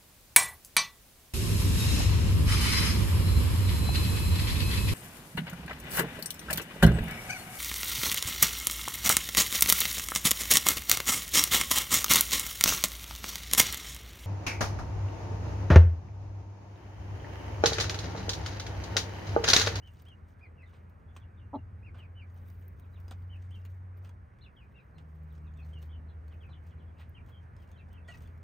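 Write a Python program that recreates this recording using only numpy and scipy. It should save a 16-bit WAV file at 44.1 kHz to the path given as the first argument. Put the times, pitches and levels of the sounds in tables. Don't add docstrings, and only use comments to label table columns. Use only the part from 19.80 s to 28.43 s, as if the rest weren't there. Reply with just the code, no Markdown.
import sys
import numpy as np
from scipy import signal
from scipy.fft import rfft, irfft
from scipy.io import wavfile
from scipy.ndimage import uniform_filter1d

SR = 44100
rng = np.random.default_rng(int(sys.argv[2]) if len(sys.argv) > 2 else 0)


def wav_record(signal):
    frames = np.transpose(np.atleast_2d(signal))
    bounded = np.clip(frames, -1, 1)
    quanta = np.round(bounded * 32767).astype(np.int16)
    wavfile.write(sys.argv[1], SR, quanta)


N = 380583
TIME = np.arange(N) / SR


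def gain_of(db):
    return 10 ** (np.asarray(db) / 20)


def evened(x):
    return x / np.sqrt(np.mean(x ** 2) + 1e-20)


def read(points, hz):
    f, value = np.transpose(points)
    return np.interp(np.log(hz + 1), np.log(f + 1), value)


def add(mix, start, sound):
    part = mix[max(round(start * SR), 0):][:len(sound)]
    part += sound[:len(part)]


def colour(x, spectrum):
    hz = np.fft.rfftfreq(len(x), 1 / SR)
    return evened(irfft(rfft(x) * gain_of(read(spectrum, hz)), len(x)))


def wander(size, hz):
    knots = rng.standard_normal(int(size / SR * hz * 2) + 3)
    return evened(np.interp(np.arange(size) / SR * hz * 2, np.arange(len(knots)), knots))


def resonate(x, hz, width):
    return signal.lfilter(*signal.iirpeak(hz, hz / width, fs=SR), x)


def formant(x, hz, width):
    turn = np.exp(2j * np.pi * np.cumsum(hz * np.ones(len(x))) / SR)
    r = np.exp(-np.pi * width / SR)
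    return 2 * (turn * signal.lfilter([1 - r], [1, -r], x / turn)).real


def crumble(size, per_s, spread_db, smooth, sharpness=5):
    grains = np.zeros(size)
    for hz in np.geomspace(1200, 15000, 12):
        hits = rng.poisson(per_s * size / SR / 12)
        size_db = spread_db * np.minimum(rng.exponential(1, hits), 4)
        strength = gain_of(size_db) * rng.choice([-1, 1], hits)
        train = np.bincount(rng.integers(0, size, hits), strength, size)
        grains += resonate(train, hz, hz / sharpness)
    return evened(evened(grains) + smooth * rng.standard_normal(size))


# (strongest at [s], length [s], grit level [dB], feather level [dB])
STROKES = [(0.084, 0.13, -76, -81), (0.214, 0.18, -73, -88), (0.496, 0.067, -76.5, -84),
           (0.59, 0.075, -87, -95), (0.917, 0.19, -79, -88), (1.363, 0.048, -68, -78),
           (2.182, 0.084, -85, -83), (2.579, 0.22, -79, -82), (2.683, 0.11, -77.5, -70.5),
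           (2.805, 0.15, -81.5, -76), (3.203, 0.97, -84.5, -85.5), (3.317, 0.027, -58.5, -73),
           (3.626, 0.12, -76.5, -90), (3.755, 0.13, -75, -81), (3.9, 0.16, -83, -85),
           (4.177, 0.031, -77, -74), (4.255, 0.074, -73, -77), (5.299, 0.98, -86.5, -89),
           (5.563, 0.041, -71, -82), (5.852, 0.23, -78, -82), (6.032, 0.12, -75.5, -79),
           (6.542, 0.29, -85, -91), (6.869, 0.08, -76, -83), (7.203, 0.084, -82, -79),
           (7.495, 0.06, -74.5, -76), (7.636, 0.061, -80.5, -95), (7.84, 0.14, -74, -80),
           (8.087, 0.069, -78, -93), (8.316, 0.074, -64, -80), (8.419, 0.12, -68.5, -72)]
# (frequency [Hz], relative level [dB per Hz])
GRIT_TONE = [(500, 13.5), (1800, -2), (3000, 3), (4500, -3.5), (7000, -2.5), (8300, -4.5), (10000, -9.5),
             (13000, -22), (16000, -35.5)]
# (frequency [Hz], relative level [dB per Hz])
FEATHER_TONE = [(5000, -30), (9000, -11), (12000, 0.5), (15000, 5.5), (16000, -3)]


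def shuffle(clump_db=3.0, soil_spread_db=3):
    t = TIME[::64]
    rise, end_db = .43, -12
    grit_power, feather_power = gain_of(-98) ** 2, gain_of(-100) ** 2
    for strongest, length, grit_db, feather_db in STROKES:
        u = (t - strongest) / length
        away = np.maximum(-u / rise, u / (1 - rise))
        fade_db = end_db * np.minimum(away, 10) ** 0.91
        grit_power = grit_power + gain_of(grit_db + fade_db) ** 2
        feather_power = feather_power + gain_of(feather_db + fade_db) ** 2
    clumps = gain_of(clump_db * wander(N, 38))
    soil = colour(crumble(N, per_s=1800, spread_db=soil_spread_db, smooth=.45, sharpness=10), GRIT_TONE)
    plumes = colour(crumble(N, per_s=6000, spread_db=3.5, smooth=.8), FEATHER_TONE)
    soil = soil * np.interp(TIME, t, np.sqrt(grit_power))
    plumes = plumes * np.interp(TIME, t, np.sqrt(feather_power))
    return clumps * (soil + plumes)


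# (time [s], rise [s], decay [s], crunch level [dB], thud level [dB])
SCRAPES = [(.93, 0.0047, 0.033, -67, -64), (1.364, 0.00076, 0.0056, -50, -49),
           (2.144, .0015, 0.032, -66.5, -57), (2.17, 0.018, 0.028, -66.5, -67),
           (3.281, .001, 0.008, -77, -60.5), (3.311, 0.0034, 0.0059, -66, -47),
           (3.32, 0.0019, 0.0045, -59.5, -51), (3.851, 0.0011, 0.0084, -59.5, -71),
           (4.243, 0.0068, 0.024, -64.5, -63), (4.291, 0.00052, 0.0051, -66, -55.5),
           (5.182, 0.0004, 0.012, -59, -69), (6.028, 0.00077, 0.0092, -64, -70),
           (6.516, 0.0074, 0.009, -70, -62), (6.688, 0.003, 0.022, -71, -59),
           (7.171, 0.04, 0.025, -62.5, -64.5), (7.481, 0.0079, 0.022, -70, -62.5),
           (8.283, 0.007, 0.025, -59, -69), (8.334, .008, 0.022, -68, -60), (8.435, 0.0034, .008, -69, -71)]
# (frequency [Hz], relative level [dB per Hz])
CRUNCH_TONE = [(200, 9), (700, 8), (1400, 5.5), (2600, 12), (3800, 3), (6000, -9), (8300, -5),
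               (11000, -25.5), (16000, -28)]
# (frequency [Hz], relative level [dB per Hz])
THUD_TONE = [(80, -23.5), (200, 6), (320, -15), (500, -7), (900, -5), (1500, -8), (3000, -54), (8000, -60)]


def scrapes(per_s=6000, spread_db=3, smooth=0.52, thud_linger=0.0014):
    out, t = np.zeros(N), np.arange(8192) / SR
    for start, rise, decay, crunch_db, thud_db in SCRAPES:
        attack, after = np.minimum(t / rise, 1), np.maximum(t - rise, 0)
        crunch = colour(crumble(len(t), per_s, spread_db, smooth), CRUNCH_TONE)
        crunch = gain_of(crunch_db) * crunch * np.exp(-after / decay)
        thud = colour(rng.standard_normal(len(t)), THUD_TONE)
        thud = gain_of(thud_db) * thud * np.exp(-after / (decay + thud_linger))
        add(out, start, attack * (thud + crunch))
    return out


# (time [s], time to fade by 23 dB [s], level [dB], extra level of the side modes [dB])
SQUEAKS = [(7.205, 0.038, -60.5, -13), (8.281, 0.051, -49, 2.5), (8.34, 0.048, -57, -5)]
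# (pitch [Hz], waver of the pitch [Hz], level [dB])
STONE_MODES = [(686, 58, -1.5), (1462, 60, -6), (1917, 15, 6.5), (2335, 25, -14), (3220, 37, -25),
               (3540, 67, -27), (4370, 54, -17), (6600, 60, -15)]


def squeaks(stutter_db=0.8):
    out, t = np.zeros(N), np.arange(4096) / SR
    loudest = max(db for _, _, db in STONE_MODES)
    for start, length, level_db, side_db in SQUEAKS:
        ring = np.zeros(len(t))
        for hz, waver_hz, db in STONE_MODES:
            mode_db = db + side_db * (db < loudest) + stutter_db * wander(len(t), 106)
            angle = 2 * np.pi * np.cumsum(hz + waver_hz * wander(len(t), 142)) / SR
            ring += gain_of(mode_db) * np.sin(angle)
        rise = np.minimum(t / 0.0077, 1)
        add(out, start, evened(ring) * rise * gain_of(level_db - 23 * (t / length) ** 2))
    return out


# (time [s], level [dB], share of top treble [dB, kept between -20 and -0.4], ring pitch [Hz])
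TICKS = [(.075, -61, -22, 3400), (.1366, -68, -8, 6650), (.1705, -69, -22, 3570), (.2214, -62, -5, 4630),
         (.2535, -63, -12, 3500), (.286, -60, -25, 3420), (.595, -71, -25, 3320), (1.0974, -70, -6, 3980),
         (1.3665, -53, -19, 8100), (1.399, -70, -12, 6000), (2.5411, -73, 1, 4270), (2.7013, -62, -7, 4800),
         (2.797, -74, -9, 5060), (2.825, -67, -11, 6760), (2.881, -60.5, 1.5, 8840),
         (2.988, -70, -12, 6500), (2.997, -60.5, -6, 9100), (3.202, -63.5, -5, 5570),
         (3.2812, -53, -21, 4930), (3.3108, -47, -23, 3370), (3.422, -68.5, -17, 4600),
         (3.6238, -65.5, -15, 6180), (3.708, -64, -17, 8330), (3.8513, -56, -9, 6900),
         (3.859, -61.5, -11, 4290), (3.92, -72, -11, 3400), (4.2926, -58, -16, 3320),
         (4.5872, -68, -28, 3450), (5.182, -65, -26, 3400), (5.435, -75, 0, 3670), (5.5273, -73, 1, 3390),
         (5.739, -69, -24, 6850), (5.7728, -65.5, -27, 7900), (5.9324, -64, -23, 8200),
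         (6.0267, -55.5, -9, 4240), (6.481, -63.5, -16, 4460), (7.2929, -67, .5, 3400),
         (7.4629, -66, -11, 3330), (7.7656, -61, -31, 5180), (7.9159, -61.5, -13, 6540),
         (8.13, -61.5, -8, 7800), (8.285, -57, -22, 7950), (8.3735, -60, -24, 5760),
         (8.406, -62, -22, 7220), (8.4225, -61, -9, 6010), (8.4745, -63.5, -25, 4500),
         (8.5774, -70, -9, 5490)]


def flung_grains(per_s=45, level_db=-3.5, spread_db=5, top_db=-20, low_hz=4080, high_hz=9160):
    flung = []
    for strongest, length, grit_db, _ in STROKES:
        for when, size, note in rng.random((64, 3))[:round(per_s * length)]:
            start = strongest + length * (when - .5)
            db = grit_db + level_db - spread_db * np.log(max(size, .2))
            flung.append((start, db, top_db, low_hz * (high_hz / low_hz) ** note))
    return flung


def ticks(grit_db=-1, top_db=3, ring_db=-8):
    out, t = np.zeros(N), np.arange(2048) / SR
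    crack_s, decay_s, settle_s, ring_s = 0.00014, 0.0038, 0.013, 0.0076
    fade = gain_of(3) * np.exp(-t / crack_s) + np.exp(-t / decay_s) + gain_of(-19) * np.exp(-t / settle_s)
    for start, db, bright_db, pitch in list(TICKS) + flung_grains():
        share = np.clip(gain_of(bright_db), .1, .95)
        low, high = rng.standard_normal((2, len(t)))
        dull = gain_of(grit_db) * np.sqrt(1 - share ** 2) * colour(low, GRIT_TONE)
        bright = gain_of(top_db) * share * colour(high, FEATHER_TONE)
        ring = gain_of(ring_db) * (1 - share) * np.sin(2 * np.pi * pitch * t) * np.exp(-t / ring_s)
        add(out, start, gain_of(db) * ((dull + bright) * fade + ring))
    return out


# (time [s], effort [dB], pitch [Hz], beak opening as gain of the upper resonances [dB],
# wheeze against the voice, before it is pulsed [dB])
CLUCK = [(1.7299, -50, 270, 6, -46), (1.734, -46, 283, 6, -42), (1.738, -36.5, 284, 1, -35),
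         (1.746, -34.5, 293, 1.5, -26), (1.753, -33, 273, -2.5, -22), (1.763, -29.5, 259, -6.5, -27),
         (1.768, -34, 250, -7, -32), (1.772, -46, 240, 2, -52)]
# (pitch [Hz], width of one of two passes [Hz], level [dB])
THROAT = [(270, 150, 3), (623, 180, 2.5), (867, 116, 7), (1206, 170, -5)]
# (pitch [Hz], width of one of two passes [Hz], level [dB])
WHEEZE = [(2050, 240, -11), (3350, 220, -14), (3920, 200, -9)]


def cluck(rasp=0.06, jitter=0.023, limp=0.53):
    times, *columns = np.transpose(CLUCK)
    t = np.arange(times[0] - .02, times[-1], 1 / SR)
    effort_db, pitch, open_db, wheeze_db = (np.interp(t, times, c) for c in columns)
    angle = 2 * np.pi * np.cumsum(pitch * (1 + jitter * wander(len(t), 261))) / SR
    angle -= np.interp(times[0], t, angle)
    pair = np.cos(angle / 2)
    uneven = limp * pair * np.interp(t, times[[0, -1]], [.3, 1])
    harmonics = np.arange(1, 5)[:, None]
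    pulses = evened(np.cos(harmonics * (angle + uneven)).sum(0))
    drive = pulses + rasp * (1 + np.cos(angle)) * rng.standard_normal(len(t))
    beak = 1 - 0.17 * np.clip(1 - (times[-1] - t) / 0.019, 0, 1)
    places = [1] + [beak] * (len(THROAT) - 1)
    parts = []
    for (hz, width, db), place in zip(THROAT, places):
        once = formant(drive, hz * place, width)
        parts.append(gain_of(db) * formant(once, hz * place, width))
    chest, *upper = parts
    air = rng.standard_normal(len(t))
    hiss = sum(gain_of(db) * formant(formant(air, hz, width), hz, width) for hz, width, db in WHEEZE)
    wheeze = gain_of(wheeze_db) * evened(hiss) * ((1 + pair) / 2) ** 2 / 2
    voice = evened(chest + gain_of(open_db) * sum(upper)) + wheeze
    soft_ends = np.clip(np.minimum(t - times[0], times[-1] - t) / 0.00092, 0, 1)
    out = np.zeros(N)
    add(out, t[0], voice * gain_of(effort_db) * soft_ends)
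    return out


def slap(x):
    delay_s, level_db, top_hz = .028, -17, 450
    out = np.zeros(N)
    add(out, delay_s, gain_of(level_db) * signal.lfilter(*signal.butter(2, top_hz, fs=SR), x))
    return out


def peep(start, length, crest_hz, lift, drop, db, scatter_db):
    octave_db, flutter_db, quaver, scatter_quaver = -24, 3.5, 0.0099, 0.019
    u, lag = np.linspace(-.1, 1.05, int(1.15 * length * SR)), np.arange(2048) / SR
    crest = .35
    slide = np.sin(np.pi / 2 * np.maximum((u - crest) / (1 - crest), 0) ** 1.5)
    hz = crest_hz * (1 - lift * np.maximum(1 - u / crest, 0) ** 2 - drop * slide)
    scattered = gain_of(scatter_db)
    waver, flutter = wander(SR // 4, 220)[:len(u)], wander(SR // 4, 70)[:len(u)]
    depth = quaver + scatter_quaver * min(scattered, 1)
    angle = 2 * np.pi * np.cumsum(hz * (1 + depth * waver)) / SR
    swell_db = -9 * abs(u - 0.62) + 13.5 * drop * slide + flutter_db * flutter
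    swell = signal.windows.tukey(len(u), .3) * gain_of(swell_db)
    overtone = gain_of(octave_db) * np.sin(2 * angle) * np.clip((3000 - hz) / 600, 0, 1) / (1 + scattered)
    whistle = gain_of(db) * evened(swell * (np.sin(angle) + overtone)) / np.hypot(1, scattered)
    trail = signal.fftconvolve(whistle, rng.standard_normal(len(lag)) * np.exp(-lag / 0.022))
    sound = scattered * trail * np.linalg.norm(whistle) / np.linalg.norm(trail)
    add(sound, 0, whistle)
    add(sound, rng.uniform(0.00672, 0.00996), gain_of(-13.5) * whistle)
    return start - length / 10, sound


# (time [s], length [s], crest pitch [Hz], start below the crest [share of pitch, negative: above],
# pitch lost in the slide [share], level of direct sound and reflections together [dB],
# reflections over direct sound [dB])
PEEPS = [(.022, 0.079, 3114, 0.092, 0.11, -65.5, -13), (0.257, 0.087, 3267, 0.17, .15, -65, -16),
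         (.612, 0.063, 2470, 0.038, 0.19, -61, -17), (.774, 0.075, 2650, -0.063, 0.27, -64, -5),
         (.852, 0.048, 3640, -0.094, 0.28, -78.5, 2), (1.28, 0.033, 3420, 0.024, .15, -80, 6),
         (1.398, 0.046, 3460, .04, 0.2, -77, -3), (1.573, 0.029, 3560, 0, .16, -77, -1),
         (1.599, 0.046, 2790, 0.036, .047, -76, 3), (1.772, 0.026, 2820, 0, .02, -73.5, -9),
         (2.03, .07, 2730, 0.091, 0.21, -64.5, -12), (2.19, 0.069, 2786, -0.15, 0.19, -64.5, -8),
         (2.355, 0.087, 2934, -0.0056, 0.27, -64, -7), (3.021, 0.034, 3610, -0.069, 0.33, -79.5, 0),
         (3.137, 0.05, 3850, -.04, 0.41, -74.5, -9), (3.498, 0.07, 3065, 0.032, 0.16, -63, -11),
         (3.708, 0.072, 3373, .2, 0.23, -67.5, -2), (3.805, .035, 2780, .04, .1, -77, 2),
         (4.61, 0.048, 4160, 0.14, .19, -66, -9), (4.627, 0.064, 2897, 0.015, 0.21, -68.5, -6),
         (4.767, 0.069, 3007, -0.12, 0.22, -67.5, -3), (4.945, .068, 2795, 0.057, 0.16, -66.5, -6),
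         (4.958, 0.025, 3750, 0.032, 0.18, -82, -3), (4.99, 0.022, 3900, -0.02, 0.026, -86, 1),
         (5.143, 0.032, 4220, -0.018, 0.06, -82, -1), (5.5, .028, 3950, 0.048, .2, -81.5, -3),
         (5.636, 0.05, 2743, -0.06, 0.086, -74.5, -2), (5.668, 0.019, 3560, -.15, 0.11, -75.5, 0),
         (5.762, 0.037, 3620, .08, 0.11, -76.5, -2), (5.784, 0.039, 2560, -.1, .11, -64.5, 1),
         (5.821, 0.027, 4240, -0.03, .05, -79, -4), (5.927, 0.055, 3130, -0.034, .13, -64.5, -2),
         (6.088, 0.067, 3260, 0.047, 0.099, -68, 1), (6.284, 0.028, 3820, -0.053, .3, -75.5, 4),
         (6.287, 0.021, 3400, .1, 0.032, -78, -2), (6.507, 0.043, 3060, -0.11, 0.21, -73.5, -4),
         (6.607, 0.045, 3130, -0.096, 0.26, -68.5, -7), (6.644, .045, 2570, 0, .058, -70, -1),
         (6.698, .048, 4000, -.02, .27, -70, -2), (6.732, 0.048, 3420, -0.077, 0.15, -74.5, 2),
         (6.889, 0.053, 3240, -0.12, .22, -78.5, -1.5), (6.98, 0.028, 4050, 0.02, 0.075, -89, 3),
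         (6.984, 0.048, 3310, -0.032, .17, -77, -3), (7.056, 0.048, 3450, -.02, .08, -84, 0),
         (7.16, 0.026, 2770, -.03, 0.077, -75, 0), (7.345, 0.049, 2960, -.03, 0.22, -65, -1),
         (7.517, 0.056, 3240, 0.02, 0.048, -69, 1), (7.784, 0.061, 3250, -0.0097, .17, -79, -4),
         (7.918, 0.063, 3400, -.02, 0.11, -76, -2), (7.972, .04, 3830, -.1, 0.19, -79, 2),
         (7.983, 0.039, 2630, -.1, .1, -69, -2), (8.103, 0.053, 3030, 0.04, 0.091, -76, 2),
         (8.122, 0.076, 3160, -0.12, 0.24, -71.5, -2), (8.248, 0.043, 3470, 0.034, 0.04, -77, -12),
         (8.288, 0.043, 2900, -.12, .04, -62, -15), (8.33, 0.029, 2630, -0.013, .035, -66, -11),
         (8.455, .03, 3400, -0.017, .27, -78, -2)]


def peeps():
    out = np.zeros(N)
    for row in PEEPS:
        add(out, *peep(*row))
    return out


# (frequency [Hz], time to fall by 60 dB [s])
YARD_FADE = [(200, 0.091), (1000, 0.079), (3000, 0.095), (8000, 0.048), (16000, 0.031)]


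def yard(x):
    taps = rng.standard_normal((2, SR // 2)) * (rng.random((2, SR // 2)) < 2000 / SR)
    hz, t, z = signal.stft(taps, SR, nperseg=256)
    fade = gain_of(-60 * t / read(YARD_FADE, hz)[:, None]) * (t > .004)
    tail = signal.istft(z * fade, SR, nperseg=256)[1]
    return signal.fftconvolve(x[None], tail / np.linalg.norm(tail[0]), axes=1)[:, :N]


# (time [s], firing rate [Hz], fundamental level [dB])
LOW_GEAR = [(0, 84.83, -54.5), (.85, 84.84, -55), (2.3, 88.27, -48), (3.05, 88.48, -48),
            (3.55, 90.54, -41.5), (4.25, 92.25, -45), (4.43, 90.4, -51.5)]
# (time [s], firing rate [Hz], fundamental level [dB], second harmonic level [dB])
HIGH_GEAR = [(5.17, 77.84, -54.5, -59), (5.4, 77.95, -46.5, -53.5), (5.95, 77.93, -43.5, -56),
             (6.45, 79.19, -46, -65.5), (7.15, 81.42, -51.5, -64), (8.63, 84.24, -51, -86)]


def engine(rows, waver_db):
    times, *columns = np.transpose(rows)
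    hz, *harmonics = (np.interp(TIME, times, c) for c in columns)
    angle = 2 * np.pi * np.cumsum(hz) / SR
    on_throttle = np.interp(TIME, [times[0] - .06, times[0], times[-1], times[-1] + 0.046], [0, 1, 1, 0])
    tone = sum(gain_of(db) * np.sin(k * angle) for k, db in enumerate(harmonics, 1))
    return np.sqrt(2) * tone * on_throttle * gain_of(waver_db * wander(N, 23))


# (nearest at [s], time from there to half amplitude [s], pitch [Hz], glide [Hz per s], level [dB])
PASSES = [(0.101, 0.28, 105.5, 0.1, -64.5), (1.851, 0.45, 104.6, .8, -52.5), (3.2, 0.25, 66.8, .1, -57),
          (6.802, .5, 93.1, -1, -56), (7.8, 0.39, 108.5, 2, -62)]


def drone():
    out = np.zeros(N)
    for nearest, swell, hz, glide, db in PASSES:
        t = TIME - nearest
        angle = 2 * np.pi * np.cumsum(hz + glide * np.clip(t, -1, 1)) / SR
        out += np.sqrt(2) * gain_of(db) / (1 + (t / swell) ** 2) * np.sin(angle)
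    return out


# (frequency [Hz], relative level [dB per Hz])
WASH_TONE = [(20, -26), (40, -13.5), (62, 3.5), (100, -2), (140, -7.5), (200, -11.5), (320, -20),
             (410, -19.5), (520, -21.5), (700, -24), (1600, -25.5), (2300, -34.5), (3500, -52), (5000, -56),
             (10000, -56.5), (16000, -65.5)]
# (frequency [Hz], likeness [1 same, 0 unrelated, below 0 opposed])
WASH_SAME = [(60, 0.94), (130, 0.91), (290, 0.55), (640, 0.057), (1450, -0.4), (2200, 0.92), (5000, 0.9),
             (15000, 0.98)]


def wash(patchy_db=1.03):
    hz = np.fft.rfftfreq(2048, 1 / SR)
    a, b, c, d, patches = rng.standard_normal((5, N // 512 + 5, len(hz)))
    patches = uniform_filter1d(patches, size=10, axis=0)
    patches = evened(uniform_filter1d(patches, size=20, axis=1))
    same, left = np.clip(read(WASH_SAME, hz), -1, 1), a + 1j * b
    right = same * left + np.sqrt(1 - same ** 2) * (c + 1j * d)
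    z = np.array([left, right]) * gain_of(read(WASH_TONE, hz) + patchy_db * patches)
    air = signal.istft(z.transpose(0, 2, 1), nperseg=2048, noverlap=1536)[1][:, :N]
    lull_db = -1.5 * np.exp(-((TIME - 4.63) / 0.75) ** 2)
    return evened(air) * gain_of(-53.5 + 0.2736 * TIME + lull_db)


def scene(near_wet_db=-13, cluck_wet_db=-17, bird_wet_db=-11):
    far = wash() + engine(LOW_GEAR, waver_db=-1.0) + engine(HIGH_GEAR, waver_db=-0.3) + drone()
    hen, birds = cluck(), peeps()
    dust = shuffle() + scrapes() + squeaks() + ticks()
    echo = yard(gain_of(near_wet_db) * dust + gain_of(cluck_wet_db) * hen + gain_of(bird_wet_db) * birds)
    return dust + hen + slap(hen) + birds + far + echo


# (frequency [Hz], phase by which left leads [radians])
STEREO_PHASE = [(2000, .05), (3000, .6), (4650, .1), (6800, .3), (7320, 2.7), (7670, 3.5), (8010, 5.7),
                (9220, 5.7), (9900, 4.2), (10500, 3.3), (12200, 2.6), (13400, .3), (16000, 0)]


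def record(dry):
    hz = np.fft.rfftfreq(N, 1 / SR)
    # (frequency [Hz], level [dB])
    balance = [(100, .3), (600, .5), (1000, -1.5), (1500, -5), (2100, 0), (4000, .4), (8000, .1)]
    phase = read(STEREO_PHASE, hz) * np.minimum(hz / STEREO_PHASE[0][0], 1)
    side = gain_of(read(balance, hz) / 2) * np.exp(.5j * phase)
    low_cut = hz ** 3 / np.sqrt(hz ** 6 + 40. ** 6)
    heard = irfft(rfft(dry) * low_cut * np.array([side, 1 / side]), N)
    top_cut = signal.firwin(511, 15900, window=("kaiser", 9), fs=SR)
    return signal.oaconvolve(heard, top_cut[None], "same")


dry = scene()
out = record(dry)
wav_record(out)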